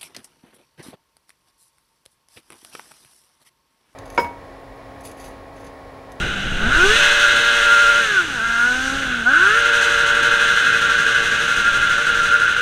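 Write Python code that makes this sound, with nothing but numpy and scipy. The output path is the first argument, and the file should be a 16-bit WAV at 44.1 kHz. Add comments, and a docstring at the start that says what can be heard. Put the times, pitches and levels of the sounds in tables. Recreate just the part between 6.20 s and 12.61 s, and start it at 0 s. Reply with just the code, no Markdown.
"""A four-cylinder sport motorcycle revs to its limiter, drops, and revs to it again as it pulls away.
Sine tones at orders of the engine cycle ride on exhaust roar and hiss made of filtered noise.
On the limiter the ignition cuts twelve times a second: the shaft speed saws and the exhaust chops.
A closed camera case colours the engine with its resonance near 1.5 kHz.
Wind buffets the case: pressure pulses for the slaps, filtered noise for the buffeting and rush."""
import sys
import numpy as np
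from scipy.fft import rfft, irfft, next_fast_len
from scipy.io import wavfile
from scipy.ndimage import uniform_filter1d, map_coordinates

SR = 44100
rng = np.random.default_rng(int(sys.argv[2]) if len(sys.argv) > 2 else 0)


def master(y):
    """Save y as 16-bit WAV."""
    cut = np.clip(np.atleast_2d(y).T, -1, 1)
    pcm = np.round(cut * 32767)  # scale
    wavfile.write(sys.argv[1], SR, pcm.astype(np.int16))


N = 282681

# mean engine cycles per second, one cycle = two turns: start_s, cycle_hz
CYCLE_SPEED = [(0, 49.26), (.3, 47.12), (.4, 44.73), (.46, 55.32), (.56, 78.07), (.64, 95), (.73, 111.1),
               (.78, 116.8), (1.81, 116.3), (1.93, 101.5), (2.12, 67.65), (2.2, 55.34), (2.25, 57.86),
               (2.37, 57.9), (2.64, 65.65), (2.79, 68.9), (3.04, 55.92), (3.09, 63.86), (3.21, 90.5),
               (3.3, 105), (3.38, 116.5), (4.3, 115.5), (6.41, 116.3)]
# stays on the limiter: first_cut_s, release_s, cut_rate_hz, chop_db (each layer takes its own share)
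LIMITER_STAYS = [(0.782, 1.816, 12.02, 1.5), (3.399, 6.5, 12.0, 3)]
# exhaust balance: start_s, exhaust_db, orders_over_exhaust_db, order_brightness_db_per_octave
EXHAUST_BALANCE = [(0, -28, -6, 0), (.36, -30.5, -9, 2.5), (.44, -27.5, 5, -1), (.52, -25.5, 4, -1),
                   (.58, -23, 5.5, -7), (.66, -20, 6.5, -16), (.76, -18, -4, 13.5), (.84, -17.5, 7.5, 3),
                   (.95, -21, 7.5, 5), (1.17, -23, 8.5, 5.5), (1.45, -23, 10.5, 1), (1.8, -23, 8, -0.5),
                   (1.87, -25, 0.5, -0.5), (2.01, -26, 5.5, -2), (2.06, -31, -1, -6),
                   (2.16, -30.5, 4.5, -3), (2.24, -31, 4, 3), (2.34, -29.5, 5, 3), (2.46, -29.5, 8.5, 1),
                   (2.54, -28.5, 8.5, -5.5), (2.6, -30, 8.5, -5), (2.8, -28.5, 6.5, -9.5),
                   (2.9, -29.5, 0, -3), (3.04, -32, 4, -9.5), (3.07, -34.5, 18, -1.5), (3.11, -30, 11, -3),
                   (3.16, -25.5, 5.5, -11), (3.24, -24, 11.5, -7.5), (3.33, -24.5, 12, -14.5),
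                   (3.4, -24.5, 10, -0.5), (4.2, -24.5, 11.5, 0.5), (4.9, -26, 12, -1.5),
                   (5.4, -25, 10.5, -3.5), (6.41, -27, 6.5, -3.5)]
# base levels of the orders above the 7th: order, low_speed_db, high_speed_db, on_limiter_db
UPPER_ORDERS = [(8, -3, -13, -4), (10, -19, -10, -5.5), (11, -24, -15, -16), (12, 2, 0, -4.5),
                (13, -32, -27, -13), (14, -17, -2, -4), (15, -15, -7, -7), (16, 1.5, 6.5, -4),
                (17, -10, -11, -2.5), (18, -13, -1, -2), (20, 0, 4, -18), (22, -27, -12, 1),
                (24, 3, -5, -6.5), (26, -21, -6, -1), (28, 1, -9, 1), (30, -20, -6, 0.5),
                (32, -3.5, -11, 2), (34, -10, 1, 2), (36, 2, -1, 7.5)]
# swells of the 12th order, heard on the limiter: start_s, swell_db
TWELFTH_SWELLS = [(.9, -10), (1.04, 3.5), (1.4, -1), (1.52, 6.5), (1.72, 8.5), (1.82, 4), (3.5, 1.5),
                  (3.8, 2), (4.0, -1), (4.2, -2), (4.7, 1), (5.0, -7.5), (5.25, -3), (5.5, 6), (5.84, 2),
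                  (6.1, 10), (6.41, 2.5)]
# mean rms of the firing tone, the 4th order: start_s, level_db
FIRING_LEVEL = [(0, -44), (.2, -36), (.36, -38.5), (.47, -25.5), (.54, -34.5), (.66, -16.5), (.8, -37),
                (1.8, -36.5), (2.01, -34), (2.1, -41.5), (2.35, -40), (2.65, -33), (3.15, -33.5),
                (3.27, -29), (3.45, -33), (4.2, -35.5), (4.45, -39.5), (4.9, -34), (5.2, -36.5),
                (5.6, -45.5), (5.9, -36.5), (6.41, -39.5)]
# companions of the 5th order: order, over_fifth_db
FIFTH_COMPANIONS = [(2, -19), (3, -16), (6, -19), (7, -15), (9, -17)]
# broad response of the camera case: frequency_hz, gain_db
CASE_RESPONSE = [(200, -27.5), (650, -25), (1050, -23.5), (1220, -15.5), (1330, -9.5), (1420, 0),
                 (1500, 1.5), (1650, -5.5), (1880, -19), (2100, -17), (2330, -24), (2480, -17), (4050, -22),
                 (4400, -45)]
# small resonances of the case: centre_hz, width_hz, gain_db
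CASE_PANELS = [(2360, 290, 1), (2893, 230, 4.5), (3420, 85, 5), (3770, 33, 2.5)]
# spectrum of the exhaust hiss through the case: frequency_hz, gain_db
HISS_SPECTRUM = [(4200, 0), (5100, -5), (6200, 3), (7600, -7.5), (8600, -5.5), (9600, -13.5), (12200, -21),
                 (13000, -24), (15200, -28)]
# exhaust colour, before fixed trims: start_s, hiss_db and case_ring_db, both over exhaust_db
EXHAUST_COLOUR = [(0, -13, 3), (.46, -13, 3), (.55, -9, 11), (.68, -9.5, -3), (.8, -8.5, 0.5), (1.0, -7, 5),
                  (1.7, -7.5, 0.5), (1.87, -9.5, 3), (2.1, -8.5, 4.5), (2.44, -7, 8), (2.56, -6, 3),
                  (2.68, -4.5, 5), (2.95, -12, 8), (3.04, -10, 7.5), (3.07, -6, 10), (3.1, -9, 10),
                  (3.14, -11.5, 17.5), (3.19, -10.5, 10.5), (3.36, -9.5, 7), (3.6, -7, 7), (4.8, -8, 8.5),
                  (5.3, -8, 4), (6.41, -9.5, 11)]
# rms of the wind layers: start_s, buffet_db, rush_db
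WIND_LEVELS = [(0, -27, -30.5), (.15, -34, -31.5), (.45, -24.5, -29.5), (.7, -37, -30.5), (.95, -38, -47),
               (1.2, -40.5, -38), (1.45, -34, -56), (1.9, -47, -41), (2.66, -38.5, -40), (2.85, -39, -36),
               (3.4, -44, -41.5), (4.2, -41, -37), (4.5, -48, -37.5), (5.4, -41, -36.5), (6.0, -40, -37),
               (6.41, -46, -41)]
# spectrum shape of the low buffeting: frequency_hz, relative_density_db
BUFFET_SPECTRUM = [(10, 3), (28, -7), (45, -3), (70, -11)]
# spectrum shape of the air rush: frequency_hz, relative_density_db
RUSH_SPECTRUM = [(30, -14), (55, -5.5), (150, -3), (260, -7.5), (340, -8), (900, -16.5)]
# gusts that slap the case: centre_s, peak_of_full_scale, half_width_s (standard deviation)
GUST_SLAPS = [(.32, -0.12, 0.0081), (.348, -0.18, 0.0066), (.438, -0.2, 0.012), (0.477, 0.26, 0.0031),
              (.517, -0.16, 0.0063), (.565, 0.18, 0.0062), (.62, -.14, 0.008), (.662, 0.067, .012),
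              (.693, -0.26, 0.01), (.762, -0.099, 0.0043), (.828, 0.044, 0.007), (.89, -0.068, 0.012),
              (.915, -0.014, .012), (1.093, 0.03, 0.0089)]

# 5th order: level with all cylinders firing, level on the limiter, change once far, steady fade
FIFTH_FREE_DB, FIFTH_CUT_DB, FIFTH_FAR_DB, FIFTH_FADE_DB_PER_S = -61, -30.5, -7.5, -.7
LEAVES_S, LEAVING_S = 4.127, 0.32  # the bike turns distant from here, over this long
FAST_FROM_HZ, FAST_OVER_HZ = 65.5, 29.7  # cycle speeds that turn orders from low- to high-speed levels
EIGHTH_FAR_DB = -9  # change of the 8th order once far
TOP_HZ = 15250  # band limit


def amp(db):
    """Turns decibels into a linear gain."""
    return 10 ** (np.asarray(db) / 20)


def unit(x):
    """Scales x to an rms of one."""
    return x / np.sqrt(np.mean(x ** 2) + 1e-20)


def curves(rows):
    """One value per sample for each column after the time."""
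    s, *cols = np.transpose(rows)
    return [np.interp(np.arange(N) / SR, s, c) for c in cols]


def wobble(rate):
    """A smooth random curve, rate knots a second."""
    knots = rng.standard_normal(int(N * rate / SR) + 4)
    return map_coordinates(knots, [np.arange(N) * rate / SR])


def filtered(x, response):
    """Shapes x with a response of frequency."""
    m = next_fast_len(N + 8192)
    return irfft(rfft(x, m) * response(np.fft.rfftfreq(m, 1 / SR)), m)[..., :N]


def colour(points):
    """The gain of (Hz, dB) points on a log axis, silent far above the last."""
    f, db = np.transpose(points + [(points[-1][0] * 2, -120)])
    return lambda hz: amp(np.interp(np.log(hz + 1), np.log(f), db))


def noise(response):
    """White noise shaped by a response of frequency."""
    return filtered(rng.standard_normal(N), response)


def case(hz):
    """The gain of the camera case: a broad response with small panel resonances on top."""
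    panels_db = sum(db * np.exp(-((hz - c) / w) ** 2) for c, w, db in CASE_PANELS)
    return colour(CASE_RESPONSE)(hz) * amp(panels_db)


def engine():
    """The shaft drives tones at orders of its cycle over turbulent exhaust gas."""
    on, saw, chop_db = limiter(cut_share=0.556)
    chop_db = chop_db * np.clip(1 + .35 * wobble(6), .3, 1.6)  # some cuts bite deeper than others
    far = np.clip((np.arange(N) / SR - LEAVES_S) / LEAVING_S, 0, 1)
    speed_hz, = curves(CYCLE_SPEED)
    shaft_hz = speed_hz + 1.87 * saw + 0.224 * wobble(30)
    cycle = 2 * np.pi * np.cumsum(shaft_hz) / SR
    tones = firing_tones(cycle, speed_hz, on, chop_db, far)
    upper = upper_orders(cycle, speed_hz, on, chop_db, far)
    return tones + upper + exhaust_gas(cycle, chop_db, far)


def tone(order, cycle, db, blur=0):
    """A sine at an order of the engine cycle, db in rms; blur shifts its phase in radians."""
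    return np.sqrt(2) * amp(db) * np.sin(order * cycle + blur + rng.uniform(0, 2 * np.pi))


def firing_tones(cycle, speed_hz, on, chop_db, far):
    """Four firings a cycle give the 4th order; missing firings fill in the orders around it."""
    # street echoes break up the tones as the bike leaves: their phase wanders once far
    firing_db = curves(FIRING_LEVEL)[0] + (1.5 + 1.5 * on) * wobble(45) + 2.5 * far * chop_db
    tones = tone(4, cycle, firing_db, .6 * far * wobble(35))
    # unevenness also comes in at high speed
    uneven = np.maximum(on, np.clip((speed_hz - 95) / 21, 0, 1))
    fifth_db = FIFTH_FREE_DB + uneven * (FIFTH_CUT_DB - FIFTH_FREE_DB)
    fifth_db += far * FIFTH_FAR_DB + FIFTH_FADE_DB_PER_S * np.arange(N) / SR
    flutter_db = (1.1 + 1.8 * far) * wobble(30) + .6 * wobble(4)
    tones += tone(5, cycle, fifth_db + flutter_db + 0.25 * chop_db, .7 * far * wobble(35))
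    for order, db in FIFTH_COMPANIONS:
        tones += tone(order, cycle, fifth_db + db + 2.5 * wobble(12))
    return tones


def upper_orders(cycle, speed_hz, on, chop_db, far):
    """Higher orders of the cycle, rebalanced by speed and limiter, through silencer and case."""
    exhaust_db, orders_db, bright_db = curves(EXHAUST_BALANCE)
    twelfth_db, = curves(TWELFTH_SWELLS)
    fast = np.clip((speed_hz - FAST_FROM_HZ) / FAST_OVER_HZ, 0, 1)
    # the tones break up more while the speed changes fast, and once far
    speed_change = np.clip(np.abs(np.gradient(speed_hz)) * SR / 120, 0, 1)
    flutter_db = 1.8 + 2.5 * speed_change + 1.3 * far
    upper = np.zeros(N)
    for order, low, high, cut in UPPER_ORDERS:
        order = round(order)
        level_db = low + fast * (high - low) + on * (cut - high)
        level_db += bright_db * np.log2(order / 12)  # brightness tilts around the 12th
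        if order == 8:
            level_db += far * EIGHTH_FAR_DB
        if order == 12:
            level_db += on * twelfth_db
        level_db += flutter_db * np.minimum(wobble(24), .9) + 0.39 * wobble(4.878)
        upper += tone(order, cycle, level_db)

    def pipe(hz):
        """The silencer dulls the higher orders before the case colours them."""
        return case(hz) * amp(-5 * np.log2((hz + 50) / 1500))

    return filtered(amp(exhaust_db + orders_db + (1.04 + 1.0 * far) * chop_db) * upper, pipe)


def exhaust_gas(cycle, chop_db, far):
    """Gas bursts out once a firing, one cylinder a little stronger, as roar and hiss."""
    exhaust_db = curves(EXHAUST_BALANCE)[0]
    hiss_db, ring_db = curves(EXHAUST_COLOUR)
    pulses = 1 + 0.066 * np.cos(4 * cycle) + 0.035 * np.cos(cycle)
    gas = amp(exhaust_db + 0.27 * chop_db + 0.37 * wobble(17)) * pulses
    return gas * (exhaust_roar(ring_db, chop_db, far) + exhaust_hiss(hiss_db, chop_db))


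def exhaust_roar(ring_db, chop_db, far):
    """Turbulence noise through the case, with the band its resonance lifts set apart."""
    roar = unit(noise(case))
    # turbulence is weak in the lows
    roar = filtered(roar, lambda hz: amp(-4.5 / (1 + (hz / 1150) ** 8)))
    ring = filtered(roar, lambda hz: np.exp(-((hz - 1520) / 330) ** 4))
    return amp(8.5) * (roar - ring) + amp(ring_db + 1.0 * far * chop_db) * ring


def exhaust_hiss(hiss_db, chop_db):
    """Treble noise of the gas; the first firing after a cut burns waiting fuel with a bright spit."""
    level_db = hiss_db + 0.5 + 0.76 * chop_db + 0.56 * wobble(22)
    hiss = amp(level_db) * unit(noise(colour([(22, -120)] + HISS_SPECTRUM)))
    pressure_return = np.clip(np.gradient(chop_db) * SR / 400, 0, 3)
    spit = pressure_return * np.clip(wobble(6), 0, 2)  # of random strength
    spit_db = np.clip(3.2 * uniform_filter1d(spit, size=600), 0, 4)
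    # the cut dulls the very top most
    top = filtered(hiss, lambda hz: 1 / (1 + (8500 / (hz + 1)) ** 4))
    return hiss + (amp(spit_db + 0.97 * chop_db + 0.9) - 1) * top


def wind():
    """Gust slaps and lumpy low buffeting on the case over a steadier rush of air."""
    t = np.arange(N) / SR
    buffet_db, rush_db = curves(WIND_LEVELS)
    slaps = sum(peak * np.exp(-.5 * ((t - s) / width) ** 2) for s, peak, width in GUST_SLAPS)
    buffet = noise(colour([(3, -40)] + BUFFET_SPECTRUM))
    buffet *= amp(2.7 * wobble(18) + 0.88 * wobble(5))
    rush = noise(colour([(4, -60)] + RUSH_SPECTRUM))
    rush *= amp(1.3 * wobble(28.0) + 1.1 * wobble(4.23))
    return slaps + amp(buffet_db) * unit(buffet) + amp(rush_db) * unit(rush)


def limiter(cut_share):
    """On the limiter (0-1), speed saw (-1 to 1) and the fall of exhaust pressure (dB) through each cut."""
    t = np.arange(N) / SR
    on, saw, chop_db = np.zeros((3, N))
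    cut_share = np.clip(cut_share, .1, .9)
    for start, release, rate, depth_db in LIMITER_STAYS:
        inside = (t >= start) & (t < release)
        place = (t - start) * rate % 1  # 0-1 through each cut and recovery
        on += inside
        # the shaft slows while the spark is cut and climbs back once it returns
        saw += inside * np.interp(place, [0, cut_share, 1], [1, -1, 1])
        chop_db -= inside * depth_db * np.where(place < cut_share, place / cut_share, 0)
    on = uniform_filter1d(on, size=2000)
    saw = uniform_filter1d(saw, size=400)
    return on, saw, uniform_filter1d(chop_db, size=200)


def scene():
    """The motorcycle and the wind, in one channel."""
    return (engine() + wind())[None]


def record(dry):
    """The preamp rounds off the highest peaks; nothing is kept above the band limit."""
    rounded = dry / (1 + np.abs(dry / .95) ** 6) ** (1 / 6)
    return filtered(rounded, lambda hz: (hz > 3) & (hz < TOP_HZ))


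dry = scene()
out = record(dry)
master(out)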